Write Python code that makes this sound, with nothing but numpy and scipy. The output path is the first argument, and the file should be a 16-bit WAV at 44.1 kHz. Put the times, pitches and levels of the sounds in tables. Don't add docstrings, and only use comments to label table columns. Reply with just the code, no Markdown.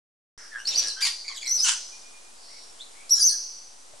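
import sys
import numpy as np
from scipy import signal
from scipy.fft import rfft, irfft
from scipy.io import wavfile
from scipy.ndimage import uniform_filter1d, map_coordinates

SR = 44100
rng = np.random.default_rng(int(sys.argv[2]) if len(sys.argv) > 2 else 0)


def to_wav(sig):
    pcm = np.clip(np.atleast_2d(sig), -1, 1) * 32767
    pcm = np.round(pcm).astype(np.int16)
    wavfile.write(sys.argv[1], SR, pcm.T)


N = 176400
T = np.arange(N) / SR


def amp(db):
    return 10 ** (np.asarray(db) / 20)


def unit(x):
    return x / np.sqrt(np.mean(x ** 2))


def colour(x, points):
    hz, db = np.array(points, float).T
    f = np.maximum(np.fft.rfftfreq(2 * N, 1 / SR), 1)
    gain = amp(np.interp(np.log(f), np.log(hz), db))
    return irfft(rfft(x, 2 * N) * gain)[..., :N]


def noise(points):
    return unit(colour(rng.standard_normal(N), points))


def wander(hz):
    f = np.fft.rfftfreq(N, 1 / SR)
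    lowpass = np.exp(-.5 * (f / hz) ** 2)
    return unit(irfft(rfft(rng.standard_normal(N)) * lowpass, N))


def steps(per_s):
    held = np.cumsum(rng.random(N) < per_s / SR)
    return uniform_filter1d(rng.standard_normal(N)[held], size=40)


def turn(hz):
    return 2 * np.pi * np.cumsum(hz) / SR


def swell(u):
    return np.sin(np.pi * np.clip(u, 0, 1))


ATTACK_S = .007


def loudness(times, db):
    edge = np.clip(np.minimum(T - times[0], times[-1] - T) / ATTACK_S, 0, 1)
    return amp(np.interp(T, times, db)) * np.sin(edge * np.pi / 2) ** 2


def stereo(mid, side):
    return np.array([mid + side, mid - side])


# frequency in Hz, level in dB.
AIR_MID_COLOUR = [(25, -24.5), (150, -34), (240, -26.5), (850, -18.5), (1800, -25), (5000, -18.5),
                  (9200, -16.5), (11500, -28.5), (14000, -54)]
AIR_SIDE_COLOUR = [(25, -26), (130, -29), (260, -16.5), (900, -12), (3200, -21), (9500, -13), (14000, -39)]
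AIR_MID_DB, AIR_SIDE_DB = -51.5, -54


def outdoor_air():
    mid = amp(AIR_MID_DB) * noise(AIR_MID_COLOUR)
    side = amp(AIR_SIDE_DB) * noise(AIR_SIDE_COLOUR)
    return stereo(mid, side) * amp(0.88 * wander(1))


# delay in ms, level in dB, amount of left-right difference (positive leans left).
NEAR_ECHOES = [(2.3, -24.5, 1), (8.56, -8.5, -1.02), (17.05, -8, 0.66), (28.83, -22, -1.1)]
# frequency in Hz, level in dB.
TAIL_COLOUR = [(200, -58), (1200, -8.5), (2500, -17.5), (4300, 2), (6000, 1), (7500, -6.5), (12000, -7.5)]
GARDEN_T60_S, GARDEN_DB = 1, -11
NEAR_T60_S, NEAR_DB = 0.27, -8
GARDEN_WIDTH = 0.41


def garden(x):
    def tail(t60):
        fade = amp(-60 * T / t60) * (1 - np.exp(-T / 0.032))
        spray = stereo(rng.standard_normal(N), GARDEN_WIDTH * rng.standard_normal(N))
        return spray * fade / np.sqrt(np.sum(fade ** 2))

    response = amp(GARDEN_DB) * colour(tail(GARDEN_T60_S), TAIL_COLOUR)
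    response = response + amp(NEAR_DB) * tail(NEAR_T60_S)
    for delay_ms, db, side in NEAR_ECHOES:
        response[:, int(abs(delay_ms) * SR / 1000)] += amp(db) * stereo(0.8, side)
    return signal.fftconvolve(x[None], response, axes=1)[:, :N]


# start in seconds, length in seconds, start pitch in Hz, end pitch in Hz,
# relative level in dB, pitch jitter as a fraction.
FAR_BIRD_CALLS = [(0.283, 0.27, 5690, 5260, -59.5, 0.087), (0.316, 0.21, 1677, 1624, -65.5, 0.2),
                  (2.325, 0.38, 4965, 4550, -61.5, 0.093), (2.42, 0.335, 5610, 5560, -63, 0.0193),
                  (2.457, .18, 1957, 2383, -71.5, 0.059), (2.918, 0.17, 2107, 2447, -68.5, 0.061)]
# start in seconds, length in seconds, relative level in dB.
PIPING_NOTES = [(1.917, 0.047, -62.5), (2.02, 0.094, -68), (2.109, .11, -67.5), (2.218, 0.12, -74)]
PIPING_HZ, PIPING_SAG = 2430, .006


def far_birds():
    piping_end_hz = PIPING_HZ * (1 - PIPING_SAG)
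    piping = [(start, length, PIPING_HZ, piping_end_hz, db, .005) for start, length, db in PIPING_NOTES]
    out, jitter = np.zeros(N), wander(542)
    for start, length, hz0, hz1, db, rough in list(FAR_BIRD_CALLS) + piping:
        u = np.clip((T - start) / length, 0, 1)
        glide = hz0 + (hz1 - hz0) * u
        out += amp(db) * swell(u) * np.sin(turn(glide * (1 + rough * jitter)))
    return out


# start in seconds, length in seconds, thud level in dB, grit level in dB.
GRAVEL_SCUFFS = [(0.638, 0.27, -52.5, -37), (1.553, 0.078, -56.5, -44), (3.895, 0.022, -63, -69),
                 (3.935, 0.0087, -50, -67)]
# frequency in Hz, level in dB.
THUD_COLOUR = [(30, -2), (250, -6), (600, 5), (3000, -17.5)]
GRIT_COLOUR = [(500, -12), (2500, 20.5), (6500, 25), (11000, -40), (15000, -43)]
GRIT_SPREAD = .65


def scuffs():
    thud = unit(noise(THUD_COLOUR) * np.exp(0.18 * wander(89)))
    grit = unit(noise(GRIT_COLOUR) * np.exp(GRIT_SPREAD * wander(410)))
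    out = np.zeros(N)
    for start, length, thud_db, grit_db in GRAVEL_SCUFFS:
        out += swell((T - start) / length) * (amp(thud_db) * thud + amp(grit_db) * grit)
    return out


# start in seconds, length in seconds, start pitch in Hz, end pitch in Hz, level in dB,
# change in dB from one overtone to the next.
SHORT_GLIDES = [(0.506, 0.11, 1809, 1473, -40.5, -22), (0.577, 0.059, 2720, 3040, -45, 4.5),
                (0.82, 0.081, 1713, 1620, -44.5, -15), (0.956, 0.089, 1517, 1659, -39.5, -8),
                (1.238, 0.037, 2380, 2015, -44.5, 2), (1.275, .025, 2470, 2017, -35, 3),
                (1.293, .03, 1176, 1028, -39.5, 1), (1.314, 0.025, 2266, 1950, -39.5, 0.5),
                (1.342, 0.029, 1970, 1560, -40.5, 6.5), (1.358, 0.023, 3990, 3720, -38, 14),
                (1.372, 0.012, 3740, 2930, -32.5, 9), (1.407, 0.019, 3650, 3090, -38.5, 7.5),
                (1.276, 0.013, 4966, 4360, -33, -14), (1.439, 0.016, 5900, 4600, -41, -10),
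                (1.418, 0.022, 2492, 2080, -36, 4), (1.438, 0.063, 2300, 2000, -39.5, -10),
                (1.455, .012, 3960, 4100, -34, 13), (1.49, 0.0068, 3960, 5300, -33, 8),
                (2.789, .046, 2950, 4460, -41.5, -11), (3.099, .009, 3480, 4700, -33, 15),
                (3.162, 0.058, 1530, 1730, -48.5, -3.5), (3.29, 0.087, 1750, 1578, -53.5, -7)]
GLIDE_JITTER = .03
TRILL_HZ, TRILL_DEPTH, TRILL_BEND = 115, .45, .02


def whines_and_breaks():
    trill = np.sin(turn(TRILL_HZ * (1 + .25 * wander(62.2))))
    bend = 1 + GLIDE_JITTER * wander(760) + TRILL_BEND * trill
    shake = (1 + TRILL_DEPTH * trill) * np.exp(0.28 * wander(330))
    k = np.arange(1, 6)[:, None]
    out = np.zeros(N)
    for start, length, hz0, hz1, db, tilt_db in SHORT_GLIDES:
        i = (T > start) & (T < start + length)
        u = (T[i] - start) / length
        phase = turn((hz0 + (hz1 - hz0) * u) * bend[i])
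        sizes = amp(tilt_db * (k - 1)) / (1 + (k * hz0 / 7000) ** 8)
        tone = (sizes * np.sin(k * phase)).sum(0) * np.sqrt(2 / np.sum(sizes ** 2))
        out[i] += amp(db) * swell(u) * shake[i] * tone
    return out


# frequency in Hz, width in Hz, level in dB.
THROAT_RINGS = [(1396, 27, -8.5), (3024, 170, -6)]
RASP_JITTER, RASP_SHIMMER, RASP_AIR_DB = .1, .5, -6
RATTLE_HZ, RATTLE_DEPTH, RATTLE_DECAY = 210, 1.3, .3
THROAT_DRIFT, THROAT_DRIFT_HZ = .02, 22
SURGE, SURGE_HZ = .12, 70


def rasp(rows, throat, ring_db):
    times, hz, db, rough = np.array(rows, float).T
    hz, rough = np.interp(T, times, hz), np.interp(T, times, rough)
    phase = turn(hz * (1 + RASP_JITTER * rough * wander(600)))
    source = np.zeros(N)
    for k in range(1, 8):
        overtone = np.sin(k * phase + rng.uniform(0, 2 * np.pi))
        source += overtone * (1 + RASP_SHIMMER * rough * wander(480))
    source = unit(source) + amp(RASP_AIR_DB) * 2 * rough * rng.standard_normal(N)

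    cycle = turn(RATTLE_HZ * np.exp(wander(120) / 3)) / (2 * np.pi) % 1
    bursts = 1 + RATTLE_DEPTH * rough * np.exp(-cycle / RATTLE_DECAY)
    body = unit(colour(source * bursts, throat))
    rings = np.zeros(N)
    for ring_hz, width_hz, level_db in THROAT_RINGS:
        b, a = signal.iirpeak(ring_hz, ring_hz / width_hz, SR)
        rings += amp(level_db) * unit(signal.lfilter(b, a, body))

    drift = np.cumsum(THROAT_DRIFT * wander(THROAT_DRIFT_HZ))
    sounding = (T > times[0]) & (T < times[-1])
    places = T * SR + drift - drift[sounding].mean()
    voice = map_coordinates(body + amp(ring_db) * rings, [places], mode="mirror")
    voice = voice * np.exp(SURGE * wander(SURGE_HZ))
    return voice / voice[sounding].std() * loudness(times, db)


# time in seconds, pitch in Hz, relative level in dB, roughness (about 0 to 1).
RASP_CALLS = [
    [(1.004, 1655, -25, 0.58), (1.018, 2052, -23, 0.72), (1.029, 2402, -15.5, 0.39),
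     (1.043, 2280, -18, 0.33), (1.053, 2383, -19.5, 0.77), (1.061, 2153, -23, 1.05),
     (1.072, 2030, -15.5, 0.78), (1.093, 1888, -33, 0.62), (1.115, 1853, -44, 0.83)],
    [(1.64, 1537, -19, 0.27), (1.655, 1434, -19, 0.48), (1.672, 1477, -19, 0.82), (1.694, 1571, -15, 1),
     (1.704, 1543, -25, 0.97), (1.722, 1499, -23, 0.96), (1.735, 1389, -30.5, 0.57),
     (1.765, 1360, -67, 0.6)],
]
# frequency in Hz, level in dB.
THROAT_COLOURS = [
    [(400, -67), (991, -12.5), (1820, -19.5), (2180, -12), (3100, -5.5), (4200, -8), (4660, 2), (5480, -7),
     (10900, -15.5), (14000, -38)],
    [(400, -54), (1020, -7.5), (1400, -16.5), (2300, -8), (3200, -6), (3620, -8), (4320, -7), (6650, -2.5),
     (9940, -9), (13000, -41)],
]
THROAT_RING_DB = [-29, -11.5]


def rasps():
    return sum(rasp(*call) for call in zip(RASP_CALLS, THROAT_COLOURS, THROAT_RING_DB))


WHISTLE_OVERTONES_DB = [0, -16, -18]
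# frequency in Hz, level in dB.
HISS_COLOUR = [(2700, -33), (4300, 0), (9000, 1.5), (12000, -25)]
SECOND_RATIO, SECOND_DEPTH, SECOND_DB = .25, .85, -29
SECOND_JITTER, JUMP, JUMPS_PER_S = .3, .08, 170
JITTER, JITTER_HZ, SHIMMER, FLUTTER_HZ = 0.036, 860, 0.56, 260
WOBBLE, WOBBLE_HZ = .015, 130
BRIGHT_HZ, BRIGHT_WIDTH_HZ = 9400, 1960
SCREECH_DB, HISS_DB = 0.5, -10.5


def screech(rows, bright_db):
    times, hz, db, rough = np.array(rows, float).T
    hz, rough = np.interp(T, times, hz), np.interp(T, times, rough)
    hz = hz * (1 + JUMP * rough * steps(JUMPS_PER_S))
    jitter = JITTER * rough * wander(JITTER_HZ)
    wobble = (0.00382 + WOBBLE * rough) * wander(WOBBLE_HZ)
    phase = turn(hz * (1 + jitter + wobble))
    second = turn(hz * SECOND_RATIO * (1 + SECOND_JITTER * rough * wander(403)))

    tone = np.zeros(N)
    for k, overtone_db in enumerate(WHISTLE_OVERTONES_DB, 1):
        lift = bright_db * np.exp(-((k * hz - BRIGHT_HZ) / BRIGHT_WIDTH_HZ) ** 2)
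        tone += amp(overtone_db + lift) * np.sin(k * phase) * (k * hz < SR / 2)

    depth = SECOND_DEPTH * rough
    voice = tone * (1 + depth / 2 * np.sin(second)) + depth / 2 * np.sin(phase - second)
    voice = voice / np.sqrt(1 + depth ** 2 / 2)
    voice = voice + rough * (amp(SECOND_DB) * np.sin(second) + amp(HISS_DB) * noise(HISS_COLOUR))
    shimmer = SHIMMER * np.sqrt(np.abs(rough))
    flutter = np.exp(shimmer * wander(FLUTTER_HZ) - shimmer ** 2)
    return voice * flutter * loudness(times, db) * amp(SCREECH_DB)


# time in seconds, pitch in Hz, relative level in dB, roughness from 0 to 1.
SCREECH_CALLS = [
    [(.65, 4320, -29, 0.38), (.666, 4350, -33, 0.34), (.674, 5230, -23, 0.42), (.681, 5570, -19, 0.19),
     (.694, 5720, -21, 0), (.703, 5415, -33, 0.13), (.707, 3980, -29, 0.26), (.738, 3512, -25.5, 0.23),
     (.752, 4516, -31.5, 0.33), (.761, 4740, -18, 0.06), (.767, 5670, -28.5, 0.34), (.785, 5900, -13, 0.08),
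     (.791, 5896, -17, 0.12), (.796, 5677, -14, 0.18), (.806, 5710, -34, .7), (.836, 5410, -34, 0.77),
     (.843, 5310, -23, 0.22), (.851, 5186, -43, 1), (.884, 4990, -23.5, 0.75), (.897, 4130, -30.5, 0.61),
     (.93, 3980, -34, .6)],
    [(1.457, 4100, -29, 0.59), (1.464, 4466, -40, 0.42), (1.47, 4040, -26, 0.59), (1.474, 5700, -26, 0.32),
     (1.496, 5900, -24, 0.42), (1.501, 5400, -23, 0.27), (1.52, 5990, -15, 0.03),
     (1.538, 6190, -23.5, 0.04), (1.553, 5670, -18.5, 0.16), (1.568, 5660, -25, 0.24),
     (1.584, 4830, -29.5, 0.34), (1.608, 5010, -16, 0.17), (1.614, 5010, -31, .4), (1.623, 5905, -25, 0.4),
     (1.632, 5940, -15, 0.14), (1.643, 6160, -16, 0.08), (1.648, 5850, -32, 0.4)],
    [(3.092, 4860, -23.5, 0.88), (3.104, 5520, -31, 0.54), (3.109, 5580, -14.5, 0),
     (3.124, 5820, -10.5, 0.06), (3.14, 5473, -13.5, 0), (3.151, 5450, -30.5, 0.66),
     (3.18, 5485, -23.5, 0.44), (3.206, 4934, -24.5, 0.1), (3.219, 4667, -17.5, 0.06),
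     (3.225, 5020, -17, 0.03), (3.228, 5840, -8.5, 0.07), (3.236, 5880, -17.5, 0.13),
     (3.252, 6180, -12, 0.02), (3.268, 6236, -15, .05), (3.274, 5720, -12, 0.02),
     (3.283, 5670, -15.5, 0.08), (3.286, 4990, -23.5, 0.16), (3.303, 4165, -29, 0.22),
     (3.312, 4650, -26, 0.02), (3.345, 4480, -44, 0.78)],
]
# time in seconds, pitch in Hz, relative level in dB, roughness from 0 to 1.
OTHER_SIDE_STRANDS = [
    [(.668, 4490, -30, 0.71), (.7, 4160, -36.5, 0.9)],
    [(.775, 4910, -27, .6), (.8, 4540, -31.5, 0.38), (.83, 4350, -44, 0.8)],
    [(3.15, 7130, -20, 0.26), (3.182, 6980, -28, 0.01), (3.198, 6530, -27, 0.42), (3.215, 6200, -12, 0.3)],
]
BEAK_RESONANCE_DB = [-6, 0.5, 10]
# frequency in Hz, level in dB.
BEAK_COLOUR = [(1600, 2.5), (2700, 0.5), (3400, -15.5), (4100, 1.5), (6200, -2), (7600, 2.5), (9400, 3.5),
               (10700, -7), (12200, -6.5), (15000, -2)]


def screeches():
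    voices = sum(screech(*call) for call in zip(SCREECH_CALLS, BEAK_RESONANCE_DB))
    voices = voices + sum(screech(rows, -36) for rows in OTHER_SIDE_STRANDS)
    return colour(voices, BEAK_COLOUR)


def scene():
    air = outdoor_air()
    far = far_birds()
    gravel = scuffs()
    near = amp(1.5) * screeches() + whines_and_breaks() + amp(-3.0) * rasps()
    direct = stereo(near, 0.033 * near) + amp(14.5) * far + gravel
    echoed = garden(near + amp(15.0) * far) + amp(2.0) * garden(gravel)
    return direct + echoed + air


# frequency in Hz, level in dB.
MIC_COLOUR = [(20, 7), (11000, -3), (12500, -10), (15000, -23)]
START_S, TOP_HZ, OFFSET = 0.377, 15000, -.003


def record(dry):
    cut_in = np.clip((T - START_S) / 0.0008, 0, 1)
    x = (colour(dry, MIC_COLOUR) + OFFSET) * cut_in
    return signal.sosfilt(signal.ellip(8, .2, 70, TOP_HZ, fs=SR, output="sos"), x)


dry = scene()
out = record(dry)
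to_wav(out)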